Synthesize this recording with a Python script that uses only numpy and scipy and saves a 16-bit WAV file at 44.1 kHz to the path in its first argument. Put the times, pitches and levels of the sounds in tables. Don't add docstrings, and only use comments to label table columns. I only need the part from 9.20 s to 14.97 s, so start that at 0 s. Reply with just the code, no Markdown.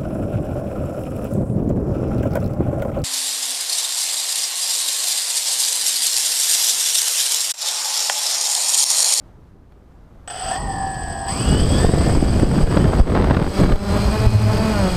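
import sys
import numpy as np
from scipy import signal
from scipy.fft import rfft, irfft, next_fast_len
from scipy.io import wavfile

SR = 44100
rng = np.random.default_rng(int(sys.argv[2]) if len(sys.argv) > 2 else 0)


def bounce(signal):
    frames = np.transpose(np.atleast_2d(signal))
    limited = np.clip(frames, -1, 1)
    pcm = np.round(limited * 32767).astype(np.int16)
    wavfile.write(sys.argv[1], SR, pcm)


N = 254280
T = np.arange(N) / SR

# pitch_hz, density_db (per Hz)
FIELD_SPECTRUM = [(20, 5.5), (60, 3.5), (150, -12), (300, -15.5), (800, -14), (1400, -20.5), (2500, -32),
                  (5000, -37.5), (15000, -47.5)]
TICK_SPECTRUM = [(300, 15), (1500, 7), (4000, -4), (7000, -24), (15000, -20)]
# start_s, peak_db
TICKS = [(0.521, -45.5), (4.558, -9), (5.591, -19)]
FIELD_DB, BREEZE_DB = -48, -51

# time_s, level_db
WASH_LEVEL = [(1.1, -46.5), (1.45, -29), (2.05, -32), (2.2, -21.5), (2.33, -12.5), (2.55, -14.5),
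              (3.0, -12), (3.45, -10), (3.6, -8), (3.85, -10), (3.97, -4), (4.24, -7), (4.35, -24),
              (4.41, -11), (4.52, -8.5), (4.6, -22), (4.72, -17.5), (5.77, -21)]
# start_s, peak_db
GUSTS = [(2.417, -7.5), (2.655, -5), (2.967, -9), (3.235, -4), (3.426, 3.5), (3.802, 8.5), (4.235, -2.5),
         (4.434, -4), (4.524, 4.5), (5.061, -0.5), (5.27, -21)]
# start_s, peak_db (relative), treble_db (relative to the peak)
EDDIES = [(2.324, -0.5, -19), (2.644, 7.5, -31), (2.69, 3, -12.5), (2.736, 2.5, -15), (2.774, 6.5, -35),
          (3.025, 8, -26), (3.231, 10, -34), (3.338, 8.5, -25), (3.507, -1, -27), (3.57, 8, -7.5),
          (3.633, -12, -26), (3.733, 8.5, -12.5), (3.797, 5.5, -11), (3.897, 13, -12.5), (3.961, 8, -7),
          (3.995, 6, -10), (4.042, 5.5, -4), (4.108, 10.5, -4), (4.144, -4, 7), (4.167, 6.5, -0.5),
          (4.433, 0.5, -4.5), (4.519, 3.5, -4)]
# pitch_hz, density_db (per Hz)
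RUMBLE_SPECTRUM = [(10, 5.5), (25, -7.5), (55, 3.5), (100, -3.5), (170, -12.5), (300, -37.5), (600, -43.5)]
FLUTTER_SPECTRUM = [(50, -7.5), (130, 3), (250, -1.5), (420, -7), (700, -15), (1200, -35), (2500, -58)]
TEARING_SPECTRUM = [(300, 3), (650, 3.5), (1000, 0.5), (1600, -5), (2600, -15.5), (4000, -20),
                    (8000, -42.5)]
CLEAR_OF_GROUND_S, CLEARING_S = 4.4, 0.31

POWER_ON_S, STEPPING_S, LOCKED_S = 1.076, 1.1, 1.365
# pitch_hz, density_db (per Hz)
STUTTER_SPECTRUM = [(260, -46), (450, -12), (586, -15), (650, -12), (729, 1), (928, -36), (1360, -9),
                    (1500, -13.5), (1830, -13), (2270, -26.5), (3030, -13), (3430, -14.5), (3770, -29),
                    (4680, -23), (7000, -32), (9100, -69), (15400, -120)]
RASP_SPECTRUM = [(1290, -38), (2200, -53), (2470, -3), (2780, -2), (3220, 3.5), (3420, 1.5), (3820, -26),
                 (4320, -4.5), (4630, 7.5), (4870, 7.5), (5220, 2.5), (5480, -2), (7200, -18.5),
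                 (9360, -44), (15800, -120)]
FIZZ_SPECTRUM = [(5500, -14), (7300, -5), (8100, 6), (9000, 6), (10500, -8), (13000, -14), (15000, -18)]
HISS_SPECTRUM = [(1200, 2), (2000, -5), (2500, -4), (3000, -10), (3700, -9.5), (4300, -4), (5100, -24),
                 (5800, -12.5), (7300, -14.5), (8100, -8), (9000, -16), (10500, -18), (15000, -23)]

# time_s, mean speed of the rotors (turns per s)
THROTTLE = [(1.12, 1), (1.33, 21.3), (1.4, 22.9), (1.6, 21.2), (2.07, 20.1), (2.15, 28.7), (2.27, 35.4),
            (2.55, 41.7), (4, 87.6), (4.4, 95.7), (4.8, 99.5), (4.9, 102.7), (5.04, 104), (5.3, 104.3),
            (5.37, 106.5), (5.52, 103.5), (5.62, 96), (5.77, 92)]
# time_s, speed of motors 1, 2, 3, 4 (share of the mean)
TRIM = [(1.4, 1.03, 1.013, .987, .974), (1.8, 1.087, 1.024, .976, .917), (2.35, 1.11, 1.014, .95, .93),
        (3, 1.063, 1.01, .977, .948), (3.7, 1.048, 1.016, .96, .97), (4.8, 1.035, 1.013, .992, .962),
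        (5.04, 1.048, 1.033, 1.003, .925), (5.29, 1.037, 1.025, .988, .968), (5.5, 1.058, 1.035, .99, .89),
        (5.66, .98, .99, 1.09, .915)]
# time_s, effort_db
EFFORT = [(1.08, -2), (1.12, -7), (1.3, 1.5), (1.35, 1.5), (1.41, -7), (2.06, -7), (2.085, 4.5), (2.4, 7.5)]
FLIGHT_TURNS_PER_S, IDLE_TURNS_PER_S = 100, 20
# flight_db (at flight speed, effort 0), growth_db (per tenfold speed), effort_share
BUZZ_LAW = (-19.5, 19.5, 0.055)
MAGNET_LAW = (-31, 0.5, 0.034)
STEP_LAW = (-24, 17.8, 0.27)
BELL_LAW = (-37, 17, .3)
WHINE_LAW = (-45, -20, 0.87)
BEAT_LAW = (-50.5, -2, 0.33)
RASP_LAW = (-45, -11.5, 1.08)
FIZZ_LAW = (-59.5, -16, 0.77)
HISS_LAW = (-38, 4.6, 0.98)
CHURN_LAW = (-37.5, 4.9, 0.12)

# multiple (of the turn rate), level_db
BLADES = [(2, -1), (4, -8), (6, -8.5), (8, -13), (10, -15.5), (12, -18.5), (16, -23.5), (24, -30.5),
          (44, -55)]
# time_s, level_db
SHAKE_LEVEL = [(1.08, -80), (2.1, -73), (4.6, -33), (4.95, -26), (5.12, -8), (5.35, -14), (5.48, -22.5),
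               (5.77, -20.5)]
# multiple (of the turn rate), level_db
MAGNETS = [(14, -3.5), (24, -10), (28, -9), (36, -1), (42, 0), (44, -14.5), (48, -4.5), (54, -6.5),
           (66, -13), (72, -27), (112, -37), (126, -29), (168, -17)]
# multiple (of the turn rate), level_db of motors 1, 2, 3, 4
BELLS = [(24, -12, -14, 7, -18), (42, -10, -14, 5.5, 1.5), (48, -17, -20, 1, -22)]
# pitch_hz, level_db
BELL_COLOUR = [(1000, -6.5), (2250, -2), (2470, -1), (2700, -15), (3100, -3), (3750, -18), (4080, 0.5),
               (4500, -14), (4950, -7), (5500, -16)]
# pitch_hz, level_db
CARRIERS = [(8089, 0), (8079, -5), (8045, -3), (8012, -3.5)]
# multiple (of the turn rate), level_db
BEATS = [(56, 8), (84, -1)]
# pitch_hz, width_hz, level_db
FRAME_MODES = [(677.4, 52, 12), (774.5, 27, 17.5), (970, 540, 1.5), (1396, 92, -5), (1694, 320, 1.5),
               (2446, 17, -1.5), (2950, 260, -3.5), (3317, 100, -1), (4176, 71, 1), (4640, 340, -19),
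               (4654, 24, -5), (5200, 80, -2), (6620, 130, 2)]
BELL_STEPS_DB = -5
COGGING_DB, COGGING_MODE_HZ, COGGING_WIDTH_HZ = -29, 760, 53
STEPS_FADE_TURNS_PER_S = 43
WHINE_FADE_TURNS_PER_S = 95

LIMIT_DB, RELEASE_DB_PER_S, DETECTOR_S = -12, 65, 0.045
CUTOFF_HZ = 15300


def from_db(db):
    return 10 ** (np.asarray(db) / 20)


def rms_one(x):
    return x / np.sqrt(np.mean(x ** 2) + 1e-20)


def in_time(rows):
    s, *columns = np.transpose(rows)
    return [np.interp(T, s, c) for c in columns]


def at_level(x, curve):
    return rms_one(x) * from_db(in_time(curve)[0])


def colour(x, spectrum):
    hz, db = np.transpose(spectrum)
    size = next_fast_len(N + SR // 4)
    bins = np.maximum(np.arange(size // 2 + 1) * SR / size, 1)
    outline = from_db(np.interp(np.log(bins), np.log(hz), db))
    gain = outline * np.minimum(1, hz[-1] / bins) ** 2
    return irfft(rfft(x, size) * gain, size)[:N]


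def noise(spectrum):
    return rms_one(colour(rng.standard_normal(N), spectrum))


def crackle(spectrum, per_s=700):
    spikes = (rng.random(N) < per_s / SR) * np.clip(rng.standard_normal(N), -2, 2)
    return rms_one(colour(spikes + 0.05 * rng.standard_normal(N), spectrum))


def drift(rate):
    step = 40
    r = np.exp(-2 * np.pi * rate * step / SR)
    draws = rng.standard_normal(N // step + 2002)
    slow = signal.lfilter([1], [1, -2 * r, r * r], draws)[2000:]
    return np.interp(np.arange(N) / step, np.arange(len(slow)), rms_one(slow))


def waver(rate, depth_db):
    return rms_one(from_db(depth_db * np.clip(drift(rate), -2, 2)))


def smooth(x, seconds):
    r = np.exp(-1 / (seconds * SR))
    return signal.lfilter([1 - r], [1, -r], x)


def resonance(x, hz, width_hz):
    r = np.exp(-np.pi * width_hz / SR)
    top = np.array([1, 0, -1]) * (1 - r * r) / 2
    return signal.lfilter(top, [1, -2 * r * np.cos(2 * np.pi * hz / SR), r * r], x)


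def follow(law):
    flight_db, growth_db, effort_share = law
    speed = np.maximum(in_time(THROTTLE)[0], IDLE_TURNS_PER_S)
    speed_db = growth_db * np.log10(speed / FLIGHT_TURNS_PER_S)
    return from_db(flight_db + speed_db + effort_share * in_time(EFFORT)[0])


def fade_above(speed, corner, order=6):
    return 1 / np.sqrt(1 + (speed / corner) ** (2 * order))


def start_up():
    return np.minimum(in_time(THROTTLE)[0] / IDLE_TURNS_PER_S, 1) ** 2


def field(tick_decay_s=0.0046):
    ticks = sum(from_db(db) * (T > s) * np.exp(-np.abs(T - s) / tick_decay_s) for s, db in TICKS)
    breeze = from_db(BREEZE_DB) * noise(RUMBLE_SPECTRUM) * waver(rate=12, depth_db=-1.5)
    air = from_db(FIELD_DB) * noise(FIELD_SPECTRUM) * waver(rate=3.1, depth_db=1.5)
    return air + breeze + ticks * noise(TICK_SPECTRUM)


def wash(flutter_db=-0.5, flutter_growth=1.07, tearing_db=-4, tearing_growth=1.776, airborne_db=-5):
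    level_db, = in_time(WASH_LEVEL)
    airborne = np.clip((T - CLEAR_OF_GROUND_S) / CLEARING_S, 0, 1)
    lumps = waver(rate=82, depth_db=2.5)
    rumble = from_db(level_db) * noise(RUMBLE_SPECTRUM) * waver(rate=21, depth_db=1.4)
    flutter_level_db = flutter_growth * level_db + flutter_db + airborne_db * airborne
    flutter = from_db(flutter_level_db) * noise(FLUTTER_SPECTRUM)
    tearing = from_db(tearing_growth * level_db + tearing_db) * crackle(TEARING_SPECTRUM)
    return rumble + lumps * (flutter + tearing)


def gusts(rise_s=0.0096, rough=0.36):
    push = 0
    for s, peak_db in GUSTS:
        age = np.clip((T - s) / rise_s, 0, 40)
        push = push + from_db(peak_db) * age * np.exp(1 - age)
    return push * (1 + rough * noise(RUMBLE_SPECTRUM))


def eddies(rise_s=0.0024, thud_db=-9, tear_db=-8):
    thud, tear = np.zeros(N), np.zeros(N)
    age = np.arange(SR // 16) / SR / rise_s
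    puff = age * np.exp(1 - age)
    for s, peak_db, treble_db in EDDIES:
        start = round(s * SR)
        at = slice(start, start + len(puff))
        thud[at] += from_db(peak_db + thud_db) * puff
        tear[at] += from_db(peak_db + treble_db + tear_db) * puff
    return thud * noise(FLUTTER_SPECTRUM) + tear * noise(TEARING_SPECTRUM)


def stutter(kicks_per_s=1100, ring_hz=738, ring_width_hz=40):
    jolt_db, jolt_s = -30, 0.017
    stepping_db, growth_db_per_s, release_s = -31, 20, 0.0061
    jolt = from_db(jolt_db) * (T > POWER_ON_S) * np.exp(-np.abs(T - POWER_ON_S) / jolt_s)
    early, late = np.maximum(LOCKED_S - T, 0), np.maximum(T - LOCKED_S, 0)
    growth = from_db(stepping_db - growth_db_per_s * early)
    stepping = (T > STEPPING_S) * growth * np.exp(-late / release_s)
    kicks = (rng.random(N) < kicks_per_s / SR) * rng.standard_normal(N)
    rattle = rms_one(colour(kicks + 0.2 * rng.standard_normal(N), STUTTER_SPECTRUM))
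    ring = rms_one(resonance(kicks, ring_hz, ring_width_hz))
    return (jolt + stepping) * (rattle + ring)


def rush():
    rasp = follow(RASP_LAW) * noise(RASP_SPECTRUM) * waver(rate=38, depth_db=1.5)
    fizz = follow(FIZZ_LAW) * noise(FIZZ_SPECTRUM)
    hiss = follow(HISS_LAW) * noise(HISS_SPECTRUM) * waver(rate=190, depth_db=2.2)
    churn = follow(CHURN_LAW) * crackle(TEARING_SPECTRUM) * start_up()
    return (T > STEPPING_S) * (rasp + fizz + hiss + churn)


def per_turn(turns, orders, levels_db, size=8192):
    angle = np.arange(size + 1) / size
    phases = rng.random((len(orders), 1))
    partials = np.sin(2 * np.pi * (np.outer(np.round(orders), angle) + phases))
    shape = from_db(levels_db) @ partials
    return np.interp(turns % 1, angle, rms_one(shape))


def propeller(turns, odd_db=-15, count=44, sway_turns=0.006):
    orders = np.arange(2, count)
    levels_db = np.interp(orders, *np.transpose(BLADES)) + odd_db * (orders % 2)
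    sway = sway_turns * drift(35)
    return per_turn(turns + sway, orders, levels_db) * waver(rate=9.6, depth_db=4.0)


def motor(turns, comb_db=-9, count=130):
    magnets = per_turn(turns, *np.transpose(MAGNETS))
    orders = 2 * np.arange(16, count)
    uneven = per_turn(turns, orders, rng.normal(0, 4.3, len(orders)))
    return (magnets + from_db(comb_db) * uneven) * waver(rate=3, depth_db=4.0)


def bell(turns, levels_db):
    orders = np.round(np.transpose(BELLS)[0])
    tones = from_db(levels_db) @ np.sin(2 * np.pi * np.outer(orders, turns))
    return tones * waver(rate=5, depth_db=3)


def ripple(turns, carrier_hz):
    return sum(from_db(db) * np.sin(2 * np.pi * (carrier_hz * T - round(order) * turns))
               for order, db in BEATS)


def controller(turns, carrier_hz, sideband_db=-15, second_db=-32, skirt_db=-21):
    poles = 2 * np.pi * 14 * turns
    sidebands = from_db(sideband_db) * np.cos(poles) + from_db(second_db) * np.cos(2 * poles)
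    skirt = from_db(skirt_db) * drift(430)
    carrier = np.sin(2 * np.pi * (carrier_hz * T + rng.random()))
    return (1 + 2 * sidebands + 2 * skirt) * carrier


def frame(x):
    return sum(from_db(db) * resonance(resonance(x, hz, width), hz, width)
               for hz, width, db in FRAME_MODES)


def rotors():
    through_air, through_arm = from_db([7, 1, -1, 1.5]), from_db([-1, -3, 2.5, -2])
    throttle, = in_time(THROTTLE)
    bell_levels = np.transpose(BELLS)[1:]
    buzz = hum = cogging = steps = bells = beats = whine = shake = 0
    motors = zip(in_time(TRIM), CARRIERS, through_air, through_arm, bell_levels)
    for trim, (carrier_hz, carrier_db), air, arm, bell_db in motors:
        speed = throttle * trim
        turns = np.cumsum(speed * (1 + 0.0016 * drift(12))) / SR
        buzz = buzz + air * propeller(turns)
        shake = shake + air * np.sin(2 * np.pi * turns) * waver(rate=16, depth_db=4)
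        hum = hum + arm * motor(turns)
        cogging = cogging + arm * np.sin(2 * np.pi * 36 * turns)
        step_tone = np.sin(2 * np.pi * 84 * turns)
        steps = steps + arm * step_tone * fade_above(speed, STEPS_FADE_TURNS_PER_S, order=12)
        bells = bells + bell(turns, bell_db)
        beats = beats + ripple(turns, carrier_hz)
        whine = whine + from_db(carrier_db) * controller(turns, carrier_hz)
    buzz = rms_one(buzz) * follow(BUZZ_LAW)
    steps = steps / np.sqrt(2) * follow(STEP_LAW)
    whine = rms_one(whine) * follow(WHINE_LAW) * fade_above(throttle, WHINE_FADE_TURNS_PER_S)
    bells = colour(rms_one(bells), BELL_COLOUR) * follow(BELL_LAW)
    radiated = from_db(BELL_STEPS_DB) * steps + bells
    hum = rms_one(hum) * follow(MAGNET_LAW)
    beats = rms_one(beats) * follow(BEAT_LAW)
    vibration = frame(hum + beats + steps)
    arms = from_db(COGGING_DB) * resonance(rms_one(cogging), COGGING_MODE_HZ, COGGING_WIDTH_HZ)
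    return start_up() * (buzz + vibration + arms + radiated) + at_level(shake, SHAKE_LEVEL) + whine


def scene():
    powered = np.clip((T - POWER_ON_S) / 0.00045, 0, 1)
    surroundings = field() + wash() + gusts() + eddies()
    drone = stutter() + powered * (rush() + rotors())
    return (surroundings + drone)[None]


def limiter(x, attack_s=0.0067):
    level_db = 10 * np.log10(smooth(x ** 2, DETECTOR_S) + 1e-12)
    over_db = np.maximum(level_db - LIMIT_DB, 0)
    recovery_db = RELEASE_DB_PER_S * T
    held_db = np.maximum.accumulate(over_db + recovery_db) - recovery_db
    return x * from_db(-smooth(held_db, attack_s))


def record(dry):
    low_cut = signal.butter(2, 14, "high", fs=SR, output="sos")
    lean = signal.sosfilt(low_cut, limiter(dry))
    rounded = 1.042 * np.tanh(lean / 1.183)
    top_cut = signal.ellip(12, 0.1, 90, CUTOFF_HZ, fs=SR, output="sos")
    return signal.sosfilt(top_cut, rounded)


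dry = scene()
out = record(dry)
bounce(out)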